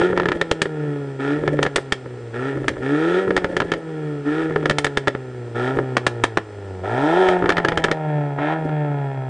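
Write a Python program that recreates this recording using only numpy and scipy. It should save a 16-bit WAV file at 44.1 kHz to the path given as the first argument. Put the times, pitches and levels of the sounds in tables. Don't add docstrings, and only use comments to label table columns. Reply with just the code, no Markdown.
import sys
import numpy as np
from scipy import signal
from scipy.fft import rfft, irfft
from scipy.io import wavfile
from scipy.ndimage import uniform_filter1d

SR = 44100
rng = np.random.default_rng(int(sys.argv[2]) if len(sys.argv) > 2 else 0)


def store_wav(level_fs):
    pcm = np.round(np.clip(np.atleast_2d(level_fs), -1, 1) * 32767)
    wavfile.write(sys.argv[1], SR, pcm.T.astype(np.int16))


N = 409688
T = np.arange(N) / SR

# (pressed [s], lifted [s], top of the rev [s], firing rate from [Hz], to [Hz],
# effort [dB], extra bark and rasp [dB], coasting afterwards [dB])
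BLIPS = [(-.25, 0.043, .08, 126.8, 183.6, 3.5, -0.5, -1),
         (1.185, 1.326, 1.42, 133.4, 153.3, 0.5, 0.5, -3.5), (2.325, 2.491, 2.48, 114, 137.9, -1, 0.5, 0.5),
         (2.81, 3.19, 3.215, 126.2, 191.8, 1.8, -1, -2), (4.245, 4.43, 4.4, 141.8, 162, 0, -1, -1.5),
         (5.54, 5.688, 5.74, 116, 135.1, 2.5, 1, 2.5), (6.825, 7.32, 7.2, 91.07, 187.6, 2, 0, 1),
         (8.372, 8.52, 8.54, 140.5, 160.7, 0, 0, 0)]
# (time [s], closeness to the tailpipes [0-1])
APPROACH_PATH = [(5.3, 0), (6.8, 0), (8.2, 0.99)]
# (time [s], shock [dB], thump [dB], crack: treble over thump [dB])
LOUD_POPS = [(0.0148, -8, -14.5, -23), (0.1291, -12, -14.5, -31), (0.175, -6.5, -21, -17),
             (0.1983, -7, -31, -20), (0.2326, -14, -17.5, -22), (0.2562, -9, -17.5, -17),
             (0.286, -8.5, -16.5, -12), (0.3178, -8, -20, -14), (0.413, -6.5, -14.5, -9.5),
             (0.5125, -5, -12, -5.5), (0.6171, -4, -15, -2), (0.6554, -17, -18.5, -16),
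             (1.4359, -18, -17.5, -32), (1.477, -7, -14, -18.5), (1.5895, -10.5, -12, -25),
             (1.6281, -5.5, -16, -5), (1.6512, -14, -18, -17), (1.6636, -10, -18.5, -13.5),
             (1.7592, -2, -15, 0), (1.781, -12.5, -18.5, -21), (1.9219, -4.5, -17.5, -5.5),
             (2.0587, -23.5, -25.5, -32), (2.572, -19.5, -20, -32), (2.6812, -4, -19.5, -7.5),
             (3.277, -13.5, -16.5, -30), (3.3061, -9.5, -13.5, -21.5), (3.3652, -6.5, -15.5, -7.5),
             (3.3761, -7.5, -23, -13.5), (3.4437, -9, -14, -14), (3.5665, -8, -16, -9.5),
             (3.6018, -8, -18, -12.5), (3.6185, -12, -17, -17), (3.7178, -8.5, -14.5, -10.5),
             (3.7366, -13.5, -25, -11), (4.5081, -18, -19.5, -32), (4.56, -7, -13, -24.5),
             (4.6562, -6.5, -13, -13), (4.6966, -5.5, -20, -7), (4.7097, -9, -20, -11),
             (4.7841, -4.5, -19.5, -4), (4.8448, -5.5, -17, -4.5), (4.866, -10, -28, -11.5),
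             (4.9718, -5, -14.5, -7), (5.0727, -5.5, -14, -19), (5.0794, -7, -13.5, -9.5),
             (5.1495, -15, -18.5, -24), (5.7706, -17, -17, -25), (5.7876, -7, -14.5, -32),
             (5.9678, -2.5, -14.5, -9), (6.0658, -1.5, -18, -4.5), (6.2375, -0.5, -18, -5.5),
             (6.3717, -2.5, -22, -13.5), (7.2864, -9, -33, -11.5), (7.4233, -8.5, -16, -32),
             (7.4407, -8.5, -14, -33), (7.4581, -8.5, -17.5, -22), (7.4917, -3, -24, -11),
             (7.5018, -5, -24, -12.5), (7.5208, -10.5, -32, -12.5), (7.5685, -9, -21, -12),
             (7.5807, -5, -20, -15), (7.5995, -14, -25, -24), (7.648, -4, -19, -14),
             (7.6845, -5.5, -17.5, -12), (7.7195, -9, -24, -20.5), (7.774, -5, -17.5, -11),
             (7.8397, -5, -17.5, -6), (7.8449, -7, -16, -11.5), (7.884, -11, -30, -25),
             (7.9136, -5, -13.5, -9.5), (8.3864, -14.5, -28, -36)]
# (from [s], to [s], rumble [dB], sputter [dB])
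BURN_SPANS = [(0.086, 0.373, -29.5, -37), (1.36, 1.67, -29, -42), (2.554, 2.817, -29.5, -45.5),
              (3.26, 3.792, -31, -44.5), (4.49, 4.721, -30.5, -41), (5.747, 5.838, -25.5, -41.5),
              (7.38, 7.945, -33, -39.5), (8.593, 8.702, -33.5, -67.5)]
# (frequency [Hz], level [dB])
RING_COLOUR = [(200, -1.5), (560, 0), (750, -0.5), (1100, -11.5), (1350, -13.5), (1530, -10.5), (1750, 8.5),
               (2080, -4.5), (2260, -3), (2700, -14.5), (3300, -5.5), (4400, -15), (4900, -15),
               (6500, -13.5), (8400, -11.5)]


def undb(db):
    return 10 ** (np.asarray(db) / 20)


def unit(x):
    return x / np.sqrt(np.mean(x ** 2) + 1e-18)


def curves(table):
    time_s, *columns = np.transpose(table)
    return [np.interp(T, time_s, column) for column in columns]


def noise():
    return rng.standard_normal(N)


def walk(rate_hz):
    hold = max(int(SR / rate_hz), 2)
    steps = np.repeat(rng.standard_normal(N // hold + 1), hold)
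    return unit(uniform_filter1d(steps, hold)[:N])


def colour(x, points, size=4096):
    hz, db = np.transpose(points)
    f = np.maximum(np.arange(size // 2 + 1) * SR / size, 1)
    log_gain = np.log(undb(np.interp(np.log(f), np.log(hz), db)))
    cepstrum = irfft(log_gain)[:size // 2]
    cepstrum[1:] *= 2
    impulse = irfft(np.exp(rfft(cepstrum, size)))
    return signal.fftconvolve(x, impulse)[:len(x)]


def edge(x, hz, kind, order=2):
    return signal.sosfilt(signal.butter(order, min(hz, .45 * SR), kind, fs=SR, output="sos"), x)


def steady(x, size=2500):
    return x / np.sqrt(np.maximum(uniform_filter1d(x ** 2, size), 0) + 1e-12)


def burning_span(on_s, off_s):
    return 1. * ((T > on_s) & (T < off_s))


def firing_rate():
    coast_hz_per_s = 43
    points = []
    for on_s, _, top_s, low_hz, top_hz, *_ in BLIPS:
        points += [(on_s, low_hz), (top_s, top_hz)]
    last_s, last_hz = points[-1]
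    end_hz = last_hz - coast_hz_per_s * (T[-1] - last_s)
    return curves(points + [(T[-1], end_hz)])[0]


def throttle():
    open_s, close_s = 0.017, 0.096
    boost_lag_db, boost_s = -2.5, 0.062
    sag_db, sag_s = -4.5, 0.13
    load, effort_db, bite_db, coast_db = np.zeros((4, N))
    for on_s, off_s, _, _, _, push_db, extra_db, after_db in BLIPS:
        opening = np.clip((T - on_s) / open_s, 0, 1)
        closing = np.clip(1 - (T - off_s) / close_s, 0, 1)
        press = opening * closing
        boost_db = boost_lag_db * np.exp(-np.maximum(T - on_s, 0) / boost_s)
        load += press
        effort_db += press * (push_db + boost_db)
        bite_db += press * extra_db
        coast_db += sag_db * np.exp(-np.abs(T - on_s) / sag_s)
        coast_db[T > on_s + open_s] = after_db
    return load, effort_db + (1 - load) * coast_db, bite_db


def note_dip():
    recover_s, min_crack_db = 0.23, -14.5
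    sharp_s = sorted(s for s, _, _, crack_db in LOUD_POPS if crack_db > min_crack_db)
    bangs_s = np.array([-recover_s] + sharp_s)
    since_s = T - bangs_s[np.searchsorted(bangs_s, T, side="right") - 1]
    return np.clip(1 - since_s / recover_s, 0, 1)


def voice_levels(hz, load, effort_db, bite_db, near):
    voices = {"tone": (-30.5, -2, -3, 3, 1), "octave": (-37, 8, -1.5, -4.5, 0),
              "boom": (-30.5, 4.5, 2.5, -4.5, 0.82), "bark": (-42.5, 8.5, 8.5, 3, 0.83),
              "rasp": (-43, 13, 7.5, 1.4, 0.63)}
    # (firing rate [Hz], gain [dB])
    pipe = [(90, -1), (105, -10), (116, 0), (126, -3), (136, 0), (149, 5.5), (162, -1.5), (188, 3)]
    # (twice the firing rate [Hz], gain [dB])
    pipe_octave = [(185, -5), (210, -23.5), (240, -5.5), (278, 2.5), (293, 8), (325, 5), (365, 9)]
    # (time [s], gain [dB])
    beam = [(5.3, -1), (5.7, 3.5), (6.45, 2), (6.85, 9.5), (8.9, 6), (9.29, 6.5)]
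    cruise_hz, full_dip_db = 150, -7
    flame_hz, flame_width_hz, full_flame_db = 147, 3.8, 5

    octaves = np.log2(hz / cruise_hz)
    pipe_db = np.interp(hz, *np.transpose(pipe)) * (1 - load)
    tone, octave, boom, bark, rasp = (
        rest_db + effort_db + load_db * load + speed_db * octaves + near_db * near + share * pipe_db
        for rest_db, load_db, speed_db, near_db, share in voices.values())
    dip_db = full_dip_db * note_dip() * (1 - load) * (1 - .4 * near)
    burning = uniform_filter1d(sum(burning_span(on_s, off_s) for on_s, off_s, _, _ in BURN_SPANS), size=4000)
    match = np.exp(-((hz - flame_hz) / flame_width_hz) ** 2)
    flame_db = full_flame_db * burning * match * (1 - near)
    octave_db = np.interp(2 * hz, *np.transpose(pipe_octave))
    beam_db, = curves(beam)
    return (tone + dip_db + flame_db,
            octave + octave_db + 0.87 * dip_db,
            boom + 0.7 * dip_db - 0.13 * beam_db,
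            bark + beam_db + bite_db,
            rasp + bite_db + .2 * dip_db)


def firings(phase, hz, scatter_db, jitter_ms):
    # (strength [dB], lag along its exhaust runner [ms])
    cylinders = [(2, 0), (-3.5, 0.067), (3, -0.032), (-2, 0.068)]
    count = np.arange(int(phase[-1]))
    chance = rng.standard_normal((len(count), 2)).T
    cylinder_db, lag_ms = np.array(cylinders)[count % len(cylinders)].T
    late = (lag_ms + chance[0] * jitter_ms) * SR / 1000
    at = np.clip(np.interp(count, phase, np.arange(N)) + late, 0, N - 2)
    i = at.astype(int)
    size = undb(cylinder_db + chance[1] * scatter_db[i])
    pulses = np.bincount(i, size * (1 - at + i), N) + np.bincount(i + 1, size * (at - i), N)
    turn = 2 * np.pi * phase
    low_orders = 2 * size.mean() * hz / SR * (np.cos(turn) + np.cos(2 * turn))
    return unit(low_orders - pulses)


def rattle(x, decay_ms, size=1200):
    reflections = rng.standard_normal(size) * np.exp(-1000 * np.arange(size) / SR / decay_ms)
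    return unit(signal.fftconvolve(x, reflections)[:N])


def engine():
    # (frequency [Hz], level [dB])
    boom_colour = [(150, -42), (250, -10.5), (340, 1), (400, 6), (470, 2.5), (530, -8.5), (600, -12.5),
                   (700, -28.5), (1100, -58)]
    bark_colour = [(420, -24.5), (520, -13.5), (590, 7.5), (680, 3), (770, 6), (930, 0), (1100, -14),
                   (1600, -68.5)]
    rasp_colour = [(600, -34), (1150, -6), (1290, 6.5), (1400, 7.5), (1550, -8), (1720, 3.5), (1900, 2),
                   (2050, -18.5), (2300, -8.5), (2700, -21), (3300, -12), (4200, -33), (5000, -37),
                   (9000, -57.5)]
    mouth_colour = [(700, -25), (1020, 10.5), (1250, 0.5), (1600, 7), (2100, 1), (2700, -8), (3700, -18.5),
                    (4500, -29.5), (7000, -46)]
    brass_colour = [(1500, -29.5), (2250, -8.5), (2650, -15), (3200, 12), (3750, 1.5), (4400, -15),
                    (5000, -13.5), (6500, -21.5), (9000, -31)]
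    hiss_colour = [(1500, 8), (2800, 7.5), (3600, -2), (4400, -5), (5100, -3), (6300, -9.5), (7600, -8.5),
                   (8500, -5.5), (10000, -20.5)]

    hz = firing_rate()
    near, = curves(APPROACH_PATH)
    load, effort_db, bite_db = throttle()
    tone_db, octave_db, boom_db, bark_db, rasp_db = voice_levels(hz, load, effort_db, bite_db, near)
    phase = np.cumsum(hz * (1 + 0.002086 * walk(35))) / SR
    turn = 2 * np.pi * phase
    tone = undb(tone_db + 1.2 * walk(40)) * np.cos(turn)
    octave = undb(octave_db + 1.2 * walk(55)) * np.cos(2 * turn)
    drone = -np.sqrt(2) * (tone + octave)

    pulses = firings(phase, hz, scatter_db=1.64 + 0.23 * load, jitter_ms=0.033)
    puffs = unit(noise() * (.4 + np.exp(-(phase % 1) / .3)))
    gas = puffs * (1 + .3 * load) * (1 - .3 * near)
    jet = rattle(pulses, decay_ms=5.0) + .75 * gas
    turbulence = .35 + .35 * load + .4 * load * near

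    boom = steady(colour(pulses + 0.34 * gas, boom_colour)) * undb(boom_db - 0.2)
    bark = steady(colour(pulses + turbulence * gas, bark_colour)) * undb(bark_db + 0.33)
    rasp = steady(colour(jet + pulses, rasp_colour)) * undb(rasp_db + 0.4 - 2 * near)
    mouth = steady(colour(jet, mouth_colour)) * undb(rasp_db - 7.5 + 1.8 * load) * near
    brass_db = 1.8 * (rasp_db + 25.5) - 38.5 + 3.3 * load
    brass = steady(colour(jet, brass_colour)) * undb(brass_db)
    hiss = unit(colour(puffs, hiss_colour)) * undb(rasp_db - 15.5 + load - 27 * near ** 6)
    return undb(1.0) * drone + boom + bark + rasp + mouth + brass + hiss


def yard(car, size=22050):
    # (frequency [Hz], level [dB])
    air_colour = [(25, -18), (70, 1), (200, -3), (400, 7), (1000, -9.5), (2000, -13), (4300, -22.5),
                  (5200, -23), (6500, -29), (8300, -24), (10000, -44.5)]
    t = np.arange(size) / SR
    near, = curves(APPROACH_PATH)
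    tails = rng.standard_normal((2, size)) * np.exp(-t / 0.024) * (t > .012)
    mid, side = (signal.fftconvolve(car, tail / np.linalg.norm(tail))[:N] for tail in tails)
    air = unit(colour(noise(), air_colour)) * undb(-42.5 + 0.43 * walk(5) - 4.4 * near)
    glance = np.concatenate([np.zeros(int(0.0017 * SR)), car])[:N]
    side = undb(-25.5) * glance + undb(-38.0) * side + undb(-60) * noise()
    side = edge(side, 5400, "high", order=4)
    return undb(-19.0) * mid + air + np.array([side, -side])


def explosions():
    soft_pops_per_s, soft_db, soft_spread_db, soft_crack_db = 7, -23, 1.5, -28
    rows = list(LOUD_POPS)
    for on_s, off_s, _, _ in BURN_SPANS:
        for k, (late, size, bright) in enumerate(rng.uniform(-1, 1, size=(16, 3))):
            s = on_s + (k + .5 + late / 2) / soft_pops_per_s
            if s < off_s:
                db = soft_db + soft_spread_db * size
                rows.append((s, db, db - 5, soft_crack_db + 6 * bright))
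    return rows


def shock(t, shock_db, crack_db):
    # (delay [ms], level [dB])
    paths = [(0, 2), (.6, -6), (1.65, -15), (2.25, 1), (2.85, -4), (7.1, -24), (10.4, -10)]
    delay_ms, path_db = np.transpose(paths)
    chance = rng.standard_normal((len(paths), 2)).T
    stretch = 1 + 0.098 * max(shock_db + 4.5, 0)
    width_ms = stretch * np.clip(0.069 * undb(-.8 * (crack_db + 2.5)), .04, .2)
    arrival_ms = stretch * delay_ms * (1 + 0.017 * chance[0])
    age = np.maximum(1000 * t[:, None] - arrival_ms, 0) / width_ms
    spikes = (age * np.exp(1 - age)) ** 2 @ undb(path_db + 0.89 * chance[1])
    return -edge(edge(spikes, 282, "high"), 4400 * undb(0.62 * (crack_db + 18.0)), "low")


def pops(size=6000):
    # (frequency [Hz], level [dB])
    thump_colour = [(25, -31.5), (70, -19.5), (140, -7), (210, -13), (300, -2), (420, 7), (570, 1.5),
                    (700, -35.5), (1100, -39), (3000, -56.5)]
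    t = np.arange(size) / SR
    out = np.zeros(N + size)
    for s, shock_db, thump_db, crack_db in explosions():
        crack_db = np.clip(crack_db, -32, 0)
        gas = rng.standard_normal((2, size))
        surge = -np.exp(-t / 0.00046) + 0.36 * gas[0] * np.exp(-t / 0.013)
        thump = unit(colour(surge, thump_colour)) * undb(thump_db - 12.0)
        ring_decay = np.exp(-t / 0.0051) + 0.18 * np.exp(-t / 0.01)
        ring = unit(colour(gas[1] * ring_decay, RING_COLOUR))
        ring = np.interp(t * rng.uniform(.95, 1.05), t, ring, right=0)
        ring = edge(ring, 6000 * undb(0.75 * (crack_db + 6)), "low") * undb(shock_db - 23)
        volley = shock(t, shock_db, crack_db) * undb(shock_db + 4.5)
        i = max(int((s + 0.00059) * SR), 0)
        out[i:i + size] += volley + thump + ring
    return out[:N]


def afterburn():
    # (frequency [Hz], level [dB])
    rumble_colour = [(25, -18), (70, -1.5), (130, -4), (210, -7), (300, 8.5), (430, 2), (580, 1),
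                     (750, -23), (1500, -42.5)]
    sparks_per_s = 130
    spans = np.array([uniform_filter1d(burning_span(on_s, off_s), size=700)
                      for on_s, off_s, _, _ in BURN_SPANS])
    flame, sputter = undb(np.array(BURN_SPANS)[:, 2:]).T @ spans
    rumble = unit(colour(noise() * undb(4.2 * walk(70)), rumble_colour))
    sparks = (rng.random(N) < sparks_per_s / SR) * undb(4 * np.clip(noise(), -2, 2))
    crackle = unit(edge(colour(sparks, RING_COLOUR), 2300, "low"))
    return rumble * flame - crackle * sputter


def scene():
    car = engine() + afterburn() + pops()
    return car + yard(car)


def record(dry):
    ceiling, top_hz = .82, 9650
    rounded = dry / (1 + (dry / ceiling) ** 4) ** (1 / 4)
    return signal.sosfilt(signal.ellip(10, .2, 75, top_hz, fs=SR, output="sos"), rounded)


dry = scene()
out = record(dry)
store_wav(out)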